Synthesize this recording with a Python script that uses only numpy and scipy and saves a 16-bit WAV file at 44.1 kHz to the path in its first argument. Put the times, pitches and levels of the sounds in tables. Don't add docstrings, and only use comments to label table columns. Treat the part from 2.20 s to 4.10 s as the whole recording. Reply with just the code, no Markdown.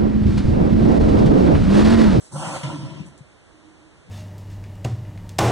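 import sys
import numpy as np
from scipy import signal
from scipy.fft import rfft, irfft, next_fast_len
from scipy.io import wavfile
from scipy.ndimage import uniform_filter1d

SR = 44100
rng = np.random.default_rng(int(sys.argv[2]) if len(sys.argv) > 2 else 0)


def store_pcm(level_fs):
    pcm = np.round(np.clip(level_fs, -1, 1) * 32767).astype(np.int16)
    wavfile.write(sys.argv[1], SR, np.atleast_2d(pcm).T)


N = 83790

SLIPS_PER_S, CATCHES_PER_S, GRIT_PER_S = 390, 2200, 5200
# pitch in Hz, width in Hz, relative level in dB.
BASE_MODES = [(136.4, 14.2, 4.5), (154.8, 19, 1.5), (170.2, 19.8, -1), (223, 30, -26.5)]
# frequency in Hz, gain in dB.
GRIT_EQ = [(300, -30), (1200, -1.5), (2100, 6.5), (3200, 6.5), (3900, -2), (5500, 0.5), (6500, -10.5),
           (8200, -13), (10800, -27)]


def pushes():
    # time in seconds, then judder, drone, rasp and hiss in relative dB.
    first_push = [(.119, -46.5, -62, -49, -66), (.138, -35.5, -43.5, -45.5, -77),
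                  (.16, -28, -47.5, -33, -52), (.19, -35, -54, -37, -48), (.22, -37, -41, -31.5, -39.5),
                  (.27, -35, -44.5, -32, -40.5), (.33, -36, -39.5, -32, -40),
                  (.37, -37.5, -43.5, -28, -38.5), (.39, -42.5, -46, -45, -43.5),
                  (.42, -43, -56, -36.5, -44)]
    second_push = [(.433, -32.5, -54, -42.5, -37), (.443, -37, -48, -31.5, -40.5),
                   (.468, -28.5, -43, -39, -40.5), (.502, -35, -40, -34, -44.5), (.55, -42, -43, -40, -46),
                   (.59, -35.5, -41, -46.5, -47), (.66, -38, -44.5, -43.5, -48),
                   (.79, -44.5, -46, -51, -50), (.81, -31, -46.5, -48.5, -51.5),
                   (.837, -44.5, -47, -61, -54.5), (.87, -40.5, -53, -55.5, -59.5),
                   (.92, -49.5, -58.5, -60.5, -63), (.96, -63, -55.5, -59, -66)]
    # frequency in Hz, gain in dB.
    first_rasp_eq = [(60, -28), (350, -5), (450, -2), (520, 3), (900, 5.5), (1400, 6.5), (1800, 1),
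                     (2600, -41), (4000, -17)]
    second_rasp_eq = [(60, -45), (350, -25), (465, -5), (525, -6), (650, 4), (780, -11.5), (980, 4),
                      (1180, -4), (1400, 2.5), (1750, -38), (2600, -9), (4000, -32)]
    return scrape(first_push, first_rasp_eq) + scrape(second_push, second_rasp_eq)


def scrape(envelopes, rasp_eq):
    # pitch in Hz, width in Hz, relative level in dB.
    wall_modes = [(305.8, 50.4, 0.79), (336, 55, -0.71)]
    weave_modes = [(543.5, 16.6, 5.5), (636, 33, -4.5), (726, 62, -6), (783.3, 35, -3.5), (875, 22.4, -1.5),
                   (976, 41.5, -4), (1093, 62, -7), (1267, 34, -8.5), (1410, 140, -12)]
    # frequency in Hz, gain in dB.
    base_eq = [(40, -17.5), (100, -3.5), (125, -10), (240, -2), (420, -48)]
    wall_eq = [(150, 0), (250, -16.5), (300, -17), (380, -12.5), (450, -22)]
    judder, drone, rasp, hiss = levels(envelopes)
    base = grains(SLIPS_PER_S, lambda f: ring(BASE_MODES, f) * colour(base_eq, f),
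                  spread_db=1, side_db=-2.5)
    wall = grains(SLIPS_PER_S, lambda f: ring(wall_modes, f) * colour(wall_eq, f),
                  spread_db=1, side_db=-5.5)
    weave = grains(CATCHES_PER_S, lambda f: ring(weave_modes, f) * colour(rasp_eq, f),
                   spread_db=3, side_db=-5)
    grit = grains(GRIT_PER_S, lambda f: colour(GRIT_EQ, f), spread_db=0.5, side_db=1)
    return (amp(-2.5) * judder * steadied(base, span_s=0.0324)
            + drone * steadied(wall, span_s=0.029)
            + amp(-0.5) * rasp * steadied(weave, span_s=0.041)
            + amp(-0.5) * hiss * shifting(grit, patchy_db=2.76))


def scratches():
    # start in seconds, level in dB.
    coarse_grains = [(.434, -35), (.741, -52)]
    envelope = sum(decay(start, db, t60_s=0.18) for start, db in coarse_grains)
    return envelope * grains(GRIT_PER_S, lambda f: colour(GRIT_EQ, f), spread_db=3.5, side_db=-1.5)


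def jolts(side_db):
    # start in seconds, hold in seconds, starting pitch in Hz,
    # level in dB before the low cut, octave against the fundamental in dB.
    shudders = [(.130, 0.021, 154, -31, -27), (.171, 0.033, 161, -28.5, -17.5),
                (.268, 0.0093, 174, -26, -27), (.357, 0.0046, 161, -41, -14), (.431, 0.03, 154, -21.5, -25),
                (0.473, 0.01, 151, -31.5, -8), (.526, 0.034, 162.8, -27, -4.5),
                (.579, 0.024, 149, -32, -19), (0.626, 0.019, 143, -27, -14), (.706, 0.025, 154, -30.5, -21),
                (.757, 0.0064, 149.5, -29, -16), (.799, 0.0094, 163, -27, -21)]
    rise_s, t60_s, sag_hz_per_s = 0.0026, 0.095, 570
    out = np.zeros((2, N))
    for start, hold, hz, db, octave_db in shudders:
        t = since(start)
        pitch = hz - sag_hz_per_s * np.minimum(t, hold)
        side_shift = np.array([[0], [rng.normal(0, 2.3)]])
        phase = 2 * np.pi * np.cumsum(pitch * (t > 0)) / SR + side_shift
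        envelope = (1 - np.exp(-t / rise_s)) * amp(db - 60 * since(start + hold) / t60_s)
        out += envelope * (np.sin(phase) + amp(octave_db) * np.sin(2 * phase))
    low_cut = signal.butter(3, 111.5, "highpass", fs=SR, output="sos")
    return signal.sosfilt(low_cut, out) * amp([[0], [side_db]])


def bump(side_db):
    start_s, pitch_hz, rise_s = 1.0065, 140, 0.003
    t = since(start_s)
    envelope = decay(start_s, db=-29, t60_s=0.076) * (1 - np.exp(-t / rise_s))
    return envelope * np.sin(2 * np.pi * pitch_hz * t) * amp([[0], [side_db]])


def nudge():
    # time in seconds, level in dB.
    swell = [(1.79, -85), (1.85, -60), (1.875, -52), (1.895, -45), (1.9, -51)]
    envelope, = levels(swell)
    rub = grains(SLIPS_PER_S, lambda f: ring(BASE_MODES, f), spread_db=6, side_db=-12)
    return envelope * steadied(rub, span_s=0.068)


def leaves():
    # time in seconds, level in dB.
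    swell = [(0, -54.5), (.05, -52), (.112, -59), (.124, -45.5), (.16, -42.5), (.2, -41.5), (.375, -41.5),
             (.41, -50), (.438, -46.5), (.46, -49.5), (.53, -52.5), (.63, -59.5), (.845, -70.5),
             (.865, -55.5), (.91, -68)]
    # frequency in Hz, gain in dB.
    leaf_eq = [(500, -29), (1500, -30), (3500, -8.5), (5000, -1.5), (6500, 2.5), (7700, 2), (9700, -2),
               (10800, -4)]
    snap_s = 0.977
    swish, = levels(swell)
    shake = decay(snap_s, db=-54, t60_s=0.077)
    snap = decay(snap_s, db=-53, t60_s=0.014) * rng.standard_normal((2, N))
    brushing = grains(GRIT_PER_S, lambda f: colour(leaf_eq, f), spread_db=2, side_db=1.5)
    return (swish + shake) * shifting(brushing, patchy_db=2.5) + snap


def room(x):
    # frequency in Hz, gain in dB.
    tail_eq = [(150, -28.5), (400, 1)]
    t60_s, predelay_s = 0.064, 0.004
    t = np.arange(SR // 2) / SR
    tail = rng.standard_normal((2, len(t))) * amp(-60 * t / t60_s) * (t > predelay_s)
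    wet = signal.fftconvolve(x, tail / np.linalg.norm(tail[0]), axes=1)[:, :N]
    return filtered(wet, lambda f: colour(tail_eq, f))


def hum():
    # time in seconds, level in dB before panning.
    swell = [(1.28, -103), (1.345, -53.5), (1.42, -62), (1.475, -49), (1.55, -59.5), (1.68, -52.5),
             (1.72, -61.5), (1.8, -66.5)]
    pitch_hz, waver_rad, pan_db = 313, 0.45, 6.5
    envelope, = levels(swell)
    waver = unit(filtered(rng.standard_normal(N), lambda f: np.exp(-(f / 30) ** 2)))
    tone = np.sin(2 * np.pi * pitch_hz * since(0) + waver_rad * waver)
    return envelope * tone * amp([[-pan_db], [pan_db]])


def room_tone():
    # frequency in Hz, gain in dB.
    bed_eq = [(25, -21.5), (70, -2), (130, -1), (200, -2.5), (350, -2), (600, -5), (1200, -7.5), (2200, -9),
              (4000, -16), (7000, -21), (10800, -28.5)]
    side_eq = [(60, 2.2), (300, 2.7), (800, 0.61), (2500, 1.4), (10000, -1.1)]
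    # frequency in Hz, dB added on the left and taken off the right.
    pan = [(60, -8.5), (140, -0.5), (340, -2), (800, -2), (2000, 0), (10000, -2)]
    mid, side = unit(filtered(rng.standard_normal((2, N)), lambda f: colour(bed_eq, f)))
    pair = left_right([mid, filtered(side, lambda f: colour(side_eq, f))])
    return filtered(pair, lambda f: np.array([colour(pan, f), 1 / colour(pan, f)]))


def grains(per_s, response, spread_db, side_db):
    hits = (rng.random((2, N)) < per_s / SR) * np.sign(rng.standard_normal((2, N)))
    strength = amp(spread_db * rng.standard_normal((2, N)))
    mid, side = filtered(hits * strength, response)
    return np.array([unit(mid), amp(side_db) * unit(side)])


def ring(modes, f):
    return sum((-1) ** k * amp(db) * 1j * f * width / (hz * hz - f * f + 1j * f * width)
               for k, (hz, width, db) in enumerate(modes))


def steadied(x, span_s):
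    power = np.abs(uniform_filter1d(x[0] ** 2, int(span_s * SR)))
    return x / np.sqrt(power + 0.0011)


def shifting(x, patchy_db):
    spectrum = signal.stft(x, nperseg=256)[2]
    patches = uniform_filter1d(rng.standard_normal(spectrum.shape[1:]), size=3, axis=0)
    patches = uniform_filter1d(patches, size=16, axis=1)
    gain = amp(patchy_db * unit(patches))
    return signal.istft(spectrum * unit(gain), nperseg=256)[1][:, :N]


def levels(rows, fade_s=0.013):
    t = since(0)
    times, *columns = np.transpose(rows)
    outside = np.maximum(times[0] - t, 0) + np.maximum(t - times[-1], 0)
    return [amp(np.interp(t, times, db)) * np.exp(-2 * outside / fade_s) for db in columns]


def decay(start_s, db, t60_s):
    t = since(start_s)
    return (t > 0) * amp(db - 60 * t / t60_s)


def since(start_s):
    return np.maximum(np.arange(N) / SR - start_s, 0)


def colour(points, hz):
    f, db = np.transpose(points)
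    return amp(np.interp(np.log(hz + 1), np.log(f + 1), db))


def filtered(x, response):
    size = next_fast_len(N + SR // 2)
    return irfft(rfft(x, size) * response(np.fft.rfftfreq(size, 1 / SR)), size)[..., :N]


def left_right(x):
    return np.array([x[0] + x[1], x[0] - x[1]])


def amp(db):
    return 10 ** (np.asarray(db) / 20)


def unit(x):
    return x / np.sqrt(np.mean(x ** 2) + 1e-20)


def scene():
    mid_side = pushes() + scratches() + jolts(side_db=-12) + bump(side_db=-9.5) + nudge() + leaves()
    basket = left_right(mid_side)
    return basket + amp(-5.5) * room(basket) + hum() + amp(-54.5) * room_tone()


def record(dry):
    # frequency in Hz, leak in dB.
    leak = [(2500, -115), (5000, -19), (6200, -14), (7500, -2), (9000, 0), (10500, -4.5)]
    delay_s, comb_depth, top_hz = 0.000402, 1.19, 10950

    def widen(f):
        turn = np.pi * f * delay_s
        comb = np.abs([np.sin(np.maximum(turn, np.pi / 2)), np.cos(turn)]) ** comb_depth
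        return np.hypot(comb, colour(leak, f))

    mid_side = np.array([dry[0] + dry[1], dry[0] - dry[1]]) / 2
    wide = left_right(filtered(mid_side, widen))
    return filtered(wide, lambda f: f < top_hz)


dry = scene()
out = record(dry)
store_pcm(out)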